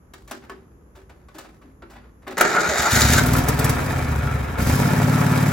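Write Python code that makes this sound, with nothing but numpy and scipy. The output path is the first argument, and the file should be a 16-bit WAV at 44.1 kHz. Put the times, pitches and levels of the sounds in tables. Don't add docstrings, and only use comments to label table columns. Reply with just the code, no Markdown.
import sys
import numpy as np
from scipy import signal
from scipy.fft import rfft, irfft
from scipy.io import wavfile
from scipy.ndimage import uniform_filter1d

SR = 44100
rng = np.random.default_rng(int(sys.argv[2]) if len(sys.argv) > 2 else 0)


def log_audio(samples):
    frames = np.atleast_2d(samples).T
    limited = np.clip(frames, -1, 1)
    pcm = np.round(limited * 32767).astype(np.int16)
    wavfile.write(sys.argv[1], SR, pcm)


N = 243431
T = np.arange(N) / SR
FREQS = np.maximum(np.arange(4097) * SR / 8192, 1)

CRANK_HZ, FREEWHEEL_HZ, RUN_HZ = 4, 6.6, 18
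PINION_IN_S, PINION_OUT_S = 2.369, 3.2

# (frequency [Hz], relative gain [dB])
BLOCK_BODY = [(180, -9), (300, -3.5), (350, -10.5), (428, -4), (525, -8), (756, -8), (1000, -9),
              (1170, -10.5), (1320, -7.5), (1500, -14), (1680, -10), (2120, -16.5), (2310, -16),
              (3000, -26), (3900, -27), (6600, -120)]
# (frequency [Hz], relative gain [dB])
BLOCK_TREBLE = [(2000, -4.5), (2800, -3), (4000, -2.5), (5200, -2), (6200, -1), (7300, -1.5), (10500, -1),
                (15500, -1)]


def exhaust(cycle, hz, throttle, burn, lit):
    # (time [s], level [dB])
    firing_levels = [(2.85, -36), (2.92, -13), (3.25, -14), (3.42, -10), (3.71, -8.5), (3.76, -18),
                     (4.32, -15), (4.52, -23), (4.6, -15), (4.74, -10.5), (5.52, -12)]
    # (frequency [Hz], relative gain [dB])
    muffler = [(25, -60.5), (50, -41), (80, 1.5), (108, 6), (155, -3), (198, -0.5), (218, -5), (250, 8),
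               (280, -4.5), (325, -10), (370, -16), (425, -14), (600, -19.5), (1200, -35.5)]
    second_phase, pipe_delay_s = .634, 0.00317
    cool_hz, cool_ratio = 12.8, .93
    stumble = ramp(3.42, 0.04) - ramp(3.78, 0.04)
    second_db = -2 - 28 * stumble
    settled = ramp(4.79, 0.15)
    throb_db = loudness(hz, throttle, idle_db=-26.5, doubling_db=5.5, drive_db=5.5) - 6 * settled
    bark_db = loudness(hz, burn, idle_db=-36.5, doubling_db=1.5, drive_db=12) - 0.5 * settled
    puff_hz = 124.5 * (np.maximum(hz, FREEWHEEL_HZ) / RUN_HZ) ** 0.11 * (1 + .28 * settled)
    puff_db = curves(firing_levels)[0] - 4 * (1 - lit)
    tailpipe = puffs(cycle, puff_hz, puff_db) + puffs(cycle - second_phase, puff_hz, puff_db + second_db)

    pulse_gain = np.sqrt(SR / np.maximum(hz, 3))
    first, second = ticks(cycle, scatter_db=.4), ticks(cycle - second_phase, scatter_db=.5)
    firings = (first + undb(second_db) * second) / np.sqrt(1 + undb(second_db) ** 2)
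    cool = shape(np.array(muffler) * [cool_ratio, 1])
    heat = np.clip((hz - cool_hz) / (RUN_HZ - cool_hz), 0, 1)
    bark = morph(-firings * pulse_gain * undb(bark_db), cool, shape(muffler), heat)
    bark = np.interp(T - pipe_delay_s, T, bark)

    pumping = first + undb(0.26 * second_db) * second
    air_box = resonances([(74, 29, 0)]) ** 2
    throb = colour(-pumping * pulse_gain * undb(throb_db), air_box)
    return workshop(tailpipe + bark + throb, wet_db=-15)


def puffs(turns, pitch_hz, db):
    delay_s, width_periods, scatter_db = 0.0037, 0.91, 1.2
    out = np.zeros(N)
    age = np.arange(-SR // 50, SR // 50) / SR
    for i in np.flatnonzero(np.diff(np.floor(turns)) > 0):
        periods = pitch_hz[i] * (age - delay_s)
        puff = np.cos(2 * np.pi * periods) * np.exp(-(periods / width_periods) ** 2)
        puff *= undb(db[i] + scatter_db * rng.standard_normal())
        start = i - len(age) // 2
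        out[start:start + len(age)] += puff[:N - start]
    return out


def ignition():
    misfires_s, width_s, depth = (3.44, 3.545), 0.047, 0.88
    return 1 - depth * sum(np.exp(-((T - s) / width_s) ** 4) for s in misfires_s)


def valve_gear(cycle, hz, charge, burn):
    # (phase [cycles], rise [dB])
    gusts = [(.04, 7), (.66, 5.5)]
    # (frequency [Hz], bandwidth [Hz], level [dB])
    cover_modes = [(1342, 41, -7), (1421, 33, -1.5), (1642, 42, -11.5), (2235, 31, -11)]
    tap_phases, shake_decay_s, gust_sharpness = (.11, .29, .57, .73), .006, 1.7
    clatter_db = loudness(hz, burn, idle_db=-32, doubling_db=2.5, drive_db=3.5)
    hiss_db = loudness(hz, charge, idle_db=-41, doubling_db=10, drive_db=11.5)
    spun_up = np.clip(hz / 11, 0, 1) ** 2
    taps = sum(ticks(cycle - phase, scatter_db=3.5) for phase in tap_phases)
    shake = 1 + 0.72 * signal.lfilter([1], [1, -np.exp(-1 / (shake_decay_s * SR))], taps)
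    rush = undb(sum(db * np.exp(gust_sharpness * (np.cos(2 * np.pi * (cycle - phase)) - 1))
                    for phase, db in gusts))
    shake, rush = (spun_up * v / np.mean(v[T > PINION_OUT_S]) for v in (shake, rush))

    def face():
        grit = undb(3.5 * np.repeat(rng.standard_normal(N // 40 + 1), 40)[:N])
        body = colour(unit(noise() * grit) * shake * undb(clatter_db), shape(BLOCK_BODY))
        hiss = colour(unit(noise() * grit) * rush * undb(hiss_db), shape(BLOCK_TREBLE))
        return body + hiss

    blows = spun_up * taps * np.sqrt(SR / (len(tap_phases) * np.maximum(hz, 1)))
    covers = np.zeros(N)
    for mode_hz, width, db in cover_modes:
        pings = np.sign(noise()) * blows * undb(clatter_db + db - 11.5)
        rocking = undb(2.5 * wander(seconds=0.06))
        covers += colour(pings * rocking, resonances([(mode_hz, width, 0)]))
    top = workshop(face() + covers, wet_db=-5)
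    flanks = np.array([face(), face()])
    return top + undb(-2.5) * flanks


def hood_rattle():
    # (time [s], level [dB])
    jolts = [(3.258, -2.5), (3.33, -1.5), (3.362, -3.5), (3.381, -3.5), (3.482, 2), (3.588, -0.5),
             (3.641, 1), (3.691, 0.5)]
    s, db = np.transpose(jolts)
    shake = bursts(s, db, decays_s=0.0085)
    sheet_treble = shape([(2500, -9.5), (4500, -3.5), (8000, -1.0), (15000, 5)])
    body = colour(noise() * shake * undb(-18.5), shape(BLOCK_BODY))
    treble = colour(noise() * shake * undb(-13.5), sheet_treble)
    return workshop(body + treble, wet_db=-4)


def starter(cycle, hz):
    # (time [s], level [dB], decay time [s], relative treble [dB])
    clashes = [(2.378, -10.5, 0.0063, -6), (2.408, -3.5, 0.005, -2), (2.547, -23, .005, -5),
               (2.79, -31, 0.0071, -6), (2.815, -32, 0.012, 13), (2.932, -27, .008, 7),
               (3.006, -11.5, 0.0048, 2), (3.121, -16, 0.0094, 0), (3.183, -14, 0.0065, -2)]
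    # (frequency [Hz], relative gain [dB])
    scrape_spectrum = [(2000, 12), (2800, -12), (3700, 9.5), (5600, 5), (6350, 10), (6650, 9.5),
                       (7100, 12.5), (8000, 1), (10500, -3), (15500, -4)]
    teeth_per_cycle = 190
    grind_db, scrape_db, brush_db = starter_load(hz)
    engaged = np.clip((T - PINION_IN_S) / 0.0013, 0, 1) * np.clip((PINION_OUT_S - T) / 0.0015, 0, 1)
    mesh_hz = teeth_per_cycle * np.maximum(hz, 2)
    backlash = unit(uniform_filter1d(uniform_filter1d(noise(), 100), 100))
    teeth = ticks(teeth_per_cycle * cycle + .45 * backlash, scatter_db=3) * np.sqrt(SR / mesh_hz)
    chatter = flutter(spread_db=2, samples=220)
    mesh = (.5 * teeth + .75 * noise()) * chatter

    s, db, decay_s, treble_db = np.transpose(clashes)
    force = mesh * engaged * undb(grind_db) + noise() * bursts(s, db, decay_s)
    friction = unit(mesh * np.sqrt(chatter)) * engaged * undb(scrape_db + 2.5 * wander(seconds=.012))
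    scrape = colour(friction, shape(scrape_spectrum))
    crack = noise() * bursts(s, db + treble_db, decay_s)
    grind = flywheel(force)
    pulling = engaged * (T > s[1])
    whine = gear_whine(backlash) * chatter * pulling
    brushes = noise() * chatter * engaged * undb(brush_db)
    hiss = colour(brushes + crack, shape(BLOCK_TREBLE))
    return workshop(grind + scrape + whine + hiss, wet_db=-6)


def starter_load(hz):
    # (time of peak [s], rise [dB])
    surges = [(2.451, 4.5), (2.592, 3), (2.714, 1), (2.872, 2)]
    build_s, release_s = 0.052, 0.0085
    doublings = np.log2(np.clip(hz, 2, FREEWHEEL_HZ) / CRANK_HZ)
    surge_db = sum(db * np.exp(-((T - s) / np.where(T < s, build_s, release_s)) ** 2) for s, db in surges)
    grind_db = -24 + 1.5 * doublings + surge_db
    scrape_db = -30 + 6 * doublings + 0.87 * surge_db
    brush_db = -36 + 16 * doublings
    return grind_db, scrape_db, brush_db


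def flywheel(force):
    # (frequency [Hz], bandwidth [Hz], relative gain [dB])
    modes = np.array([(392, 92, -8), (603, 60, -8), (750, 110, -2), (903, 50, 0), (1330, 160, 5),
                      (1450, 150, 9), (1662, 90, 6), (1860, 210, 2), (2185, 260, 2.5)])
    detune = .035
    tilt = shape([(120, 11), (300, 10), (2100, -11), (3000, -12)])
    low, high = (resonances(modes * [1 + way * detune, 1, 1]) * tilt for way in (-1, 1))
    waver = np.clip(.5 + wander(seconds=.07), 0, 1)
    return undb(-0.5) * morph(force, low, high, waver)


def gear_whine(backlash):
    # (time [s], frequency [Hz], level [dB])
    course = [(2.41, 356, -19), (2.49, 440.5, -34), (2.54, 444, -35), (2.59, 463, -25.5), (2.635, 374, -33),
              (2.67, 434, -55), (2.70, 675, -29.5), (2.725, 567.4, -22.5), (2.76, 580, -37),
              (2.795, 712, -32), (2.825, 688, -57), (2.855, 770, -26), (2.878, 899, -20), (2.92, 909, -53)]
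    pitch_hz, db = curves(course)
    teeth_passed = np.cumsum(pitch_hz) / SR + 0.12 * backlash
    return undb(db) * np.sin(2 * np.pi * teeth_passed)


def metal_notes():
    # (time of peak [s], frequency [Hz], level [dB], half length [s], phase roughness [rad])
    notes = [(2.581, 1430, -15, 0.018, 1.04), (2.651, 1420, -24, .024, 0.69),
             (2.873, 1390, -17.5, 0.014, 0.86), (3.188, 1545, -13.5, 0.012, 1.1),
             (4.324, 1330, -35.5, 0.067, 0.77), (5.156, 1330, -29, 0.029, .6)]
    out = np.zeros(N)
    for s, hz, db, half_s, roughness in notes:
        swell = undb(db) * np.exp(-((T - s) / half_s) ** 2)
        out += swell * np.sin(2 * np.pi * hz * T + roughness * wander(seconds=.003))
    return workshop(out, wet_db=-13)


def controls():
    # (time [s], level [dB], relative treble [dB], relative ring [dB], decay time [s])
    clanks = [(0.135, -33, -2, -2, 0.0075), (0.275, -38.5, -2.5, -2, 0.011), (0.309, -25, -3.5, -2, 0.011),
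              (0.419, -41.5, -26, -7, 0.018), (0.495, -24.5, -15, -4.5, 0.0039),
              (0.513, -48, -18, 0, 0.0079), (0.95, -42.5, -7.5, 3, 0.024), (1.093, -38.5, -13, -9, 0.011),
              (1.284, -38, -13, -1, 0.0069), (1.341, -37, -9, -11, 0.026), (1.382, -33, 0, -6, 0.011),
              (1.442, -38, -17, -7, 0.015), (1.613, -45.5, -15, 1, 0.017), (1.82, -32, -22, -2, 0.0083),
              (1.895, -41, -8, -6, 0.033), (1.95, -42.5, -26, -6, 0.022), (2.032, -50.5, -30, 3, 0.019),
              (2.217, -48, -14, -1, 0.021), (2.266, -25.5, -21, -2, 0.017), (2.277, -36, -1, -4, 0.0047),
              (2.307, -28, -10.5, -8, 0.0088)]
    # (frequency [Hz], relative gain [dB], T60 [s])
    frame_modes = [(239, 1.5, 0.044), (326.5, 6, 0.17), (385, 8, 0.36), (599, -1, 0.091), (750, 3, 1)]
    # (frequency [Hz], relative gain [dB])
    knock_spectrum = [(300, -5.5), (600, 9.5), (1150, 0.5), (1600, -0.5), (2300, -4), (3300, -13),
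                      (5000, -18)]
    s, db, treble_db, ring_db, decay_s = np.transpose(clanks)
    loose = flutter(spread_db=6, samples=300)
    jiggle_db, jiggle_s = -55 + .3 * (db - np.mean(db)), 0.068
    force = noise() * (bursts(s, db - 3, decay_s) + loose * bursts(s, jiggle_db, jiggle_s))
    treble_jiggle = loose * bursts(s, jiggle_db + treble_db, jiggle_s)
    click = noise() * (bursts(s, db + treble_db, 0.69 * decay_s) + treble_jiggle)
    frame = resonances([(hz, np.log(1000) / np.pi / t60, level) for hz, level, t60 in frame_modes])
    knock = colour(force, shape(knock_spectrum)) + undb(-5) * colour(force, frame)
    tick = colour(click, shape([(3000, -0.34), (8000, 0.19), (15500, -1.7)]))
    ring = linkage(s, db + ring_db - 17)
    return workshop(knock + tick + ring, wet_db=-4.5) + workshop(panel_booms(), wet_db=-14)


def linkage(times, dbs):
    # (frequency [Hz], relative level [dB], T60 [s])
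    steel_modes = [(897, -7.5, 0.21), (1116, 9.5, 0.076), (1207, 5, 0.087), (1359, 1.5, 0.079),
                   (1525, 7, 0.085), (1850, 1, 0.081), (2320, -3, 0.053), (4780, -24, 0.083)]
    scatter_db, detune, attack_s = 3.5, .035, 0.003
    out = np.zeros(N)
    age = T[:SR // 3]
    hz, mode_db, t60 = np.transpose(steel_modes)[:, :, None]
    for s, db in zip(times, dbs):
        pitch_draw, level_draw = rng.standard_normal((2, len(hz), 1))
        envelopes = undb(db + mode_db + scatter_db * level_draw) * decay(age, t60)
        modes = envelopes * np.sin(2 * np.pi * hz * (1 + detune * pitch_draw) * age)
        signs = rng.choice([-1, 1], len(hz))
        i = int(s * SR)
        out[i:i + len(age)] += signs @ modes * (1 - np.exp(-age / attack_s))
    return out


def panel_booms():
    # (time [s], frequency [Hz], level [dB])
    booms = [(0.312, 242, -53), (0.32, 317, -40), (0.504, 385.6, -36), (0.968, 382, -43), (1.346, 323, -37),
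             (1.637, 268, -41), (1.823, 336, -41), (2.272, 374.6, -30), (2.294, 258, -34)]
    build_s, t60_s = .012, .32
    out = np.zeros(N)
    for s, hz, db in booms:
        age = np.maximum(T - s, 0)
        swing = np.sin(2 * np.pi * hz * age + .8 * wander(seconds=.012))
        out += undb(db) * swing * (1 - np.exp(-age / build_s)) * decay(age, t60_s)
    return out


def belt():
    grip = flutter(spread_db=2, samples=400)
    slip = (ramp(4.67, .06) - ramp(4.9, .06)) * undb(-47.5) * grip
    squeal = colour(noise() * slip, resonances([(5220, 320, 0)]) ** 2)
    return workshop(squeal, wet_db=-4)


def workshop(x, wet_db):
    # (frequency [Hz], T60 [s])
    room_t60 = [(150, 0.93), (600, 0.19), (2000, 0.22), (5000, 0.25), (12000, 0.049)]
    right_lag_s = 1.14 / SR
    age = T[:SR // 2]
    hz = np.maximum(np.arange(len(age) // 2 + 1) * SR / len(age), 1)
    centres, t60s = np.transpose(room_t60)
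    mid, side = rfft(rng.standard_normal((2, len(age))))
    side = side * np.minimum(hz / 550, 1)
    diffuse = np.array([mid + side, mid - side]) / np.sqrt(2)
    bands = [np.interp(np.log(hz), np.log(centres), row) for row in np.eye(len(t60s))]
    tail = sum(irfft(diffuse * band, len(age)) * decay(age, t60) for band, t60 in zip(bands, t60s))
    tail = tail * undb(wet_db) / np.sqrt(np.sum(tail ** 2) / 2)
    direct = np.array([x, np.interp(T - right_lag_s, T, x)])
    reverb = signal.fftconvolve(x[None], tail, axes=1)[:, :N]
    return (direct + reverb) / np.sqrt(1 + undb(wet_db) ** 2)


def shop_air():
    # (frequency [Hz], relative gain [dB])
    spectrum = [(15, -102), (25, -25), (55, 7), (90, -3.5), (190, -7.5), (439, -13.5), (503, -16),
                (659, -24.5), (1190, -24.5), (4250, -51.5), (6920, -40.5), (8830, -64), (11000, -35.5),
                (16000, -66)]
    mid = colour(noise(), shape(spectrum))
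    side = colour(noise(), shape(spectrum) * np.minimum(FREQS / 900, 1))
    return undb(-51.5) * (mid + undb(-12) * side * np.array([[1], [-1]]))


def loudness(hz, drive, idle_db, doubling_db, drive_db):
    return idle_db + doubling_db * np.log2(np.maximum(hz, 1) / RUN_HZ) + drive_db * drive


def undb(db):
    return 10 ** (np.asarray(db) / 20)


def unit(x):
    return x / np.sqrt(np.mean(x ** 2))


def curves(table):
    s, *columns = np.transpose(table)
    return [np.interp(T, s, c) for c in columns]


def ramp(centre_s, length_s):
    return np.clip((T - centre_s) / length_s + .5, 0, 1)


def decay(age, t60):
    return np.exp(-np.log(1000) * age / t60)


def noise():
    return rng.standard_normal(N)


def wander(seconds):
    size = max(int(seconds * SR), 2)
    return unit(uniform_filter1d(uniform_filter1d(noise(), size), size // 2))


def flutter(spread_db, samples):
    return unit(undb(spread_db * unit(uniform_filter1d(noise(), samples))))


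def ticks(turns, scatter_db):
    at = np.flatnonzero(np.diff(np.floor(turns)) > 0)
    out = np.zeros(N)
    out[at] = undb(scatter_db * rng.standard_normal(len(at)))
    return out


def bursts(times, dbs, decays_s):
    out = np.zeros(N)
    age = T[:SR // 4]
    for s, db, decay_s in np.broadcast(times, dbs, np.maximum(decays_s, .005)):
        blow = undb(db) * (1 - np.exp(-4 * age / decay_s)) ** 2 * np.exp(-age / decay_s)
        i = int(s * SR)
        out[i:i + len(age)] += blow[:N - i]
    return out


def shape(points):
    hz, db = np.transpose(points)
    octaves_outside = np.maximum(np.log2(hz[0] / FREQS), 0) + np.maximum(np.log2(FREQS / hz[-1]), 0)
    return undb(np.interp(np.log(FREQS), np.log(hz), db) - 26.4 * octaves_outside)


def resonances(peaks):
    return np.sqrt(sum(undb(db) ** 2 / (1 + ((FREQS ** 2 - hz ** 2) / (FREQS * width)) ** 2)
                       for hz, width, db in peaks))


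def colour(x, gain):
    cepstrum = irfft(np.log(gain + 1e-6))
    half = len(cepstrum) // 2
    cepstrum[1:half] *= 2
    cepstrum[half + 1:] = 0
    response = irfft(np.exp(rfft(cepstrum)))
    return signal.fftconvolve(x, response / np.linalg.norm(response))[:N]


def morph(x, gain_from, gain_to, share):
    return colour(x * np.sqrt(1 - share), gain_from) + colour(x * np.sqrt(share), gain_to)


def scene():
    # (time [s], four-stroke cycle rate [Hz])
    speed = [(2.38, 0), (2.5, 2.26), (2.89, 4.14), (2.945, 10.1), (3.25, 19.65), (3.74, 18.95),
             (4.25, 12.58), (4.57, 10.07), (4.7, 16), (4.95, 17.95), (5.52, 18.06)]
    # (time [s], opening [0-1])
    openings = [(2.86, 0), (2.95, 1), (3.25, 0.52), (3.71, 0.12), (3.75, 0.1), (4.57, 0), (4.59, 0.86),
                (4.69, 0.96), (4.95, 0.35), (5.52, 0.41)]
    full_burn = 0.22
    hz, = curves(speed)
    cycle = np.cumsum(hz) / SR
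    throttle, = curves(openings)
    lit = ignition()
    charge = throttle * lit
    burn = np.minimum(charge / full_burn, 1)
    engine = exhaust(cycle, hz, throttle, burn, lit) + valve_gear(cycle, hz, charge, burn) + hood_rattle()
    return engine + starter(cycle, hz) + metal_notes() + belt() + controls() + shop_air()


def record(dry):
    # (lower edge [Hz], upper edge [Hz])
    notches = [(8500, 9600), (12650, 13750)]
    top_hz = 16000
    out = np.tanh(0.76 * dry) / 0.64
    for band in notches:
        out = signal.sosfilt(signal.butter(4, band, "bandstop", fs=SR, output="sos"), out)
    return signal.sosfilt(signal.ellip(8, .2, 70, top_hz, fs=SR, output="sos"), out)


dry = scene()
out = record(dry)
log_audio(out)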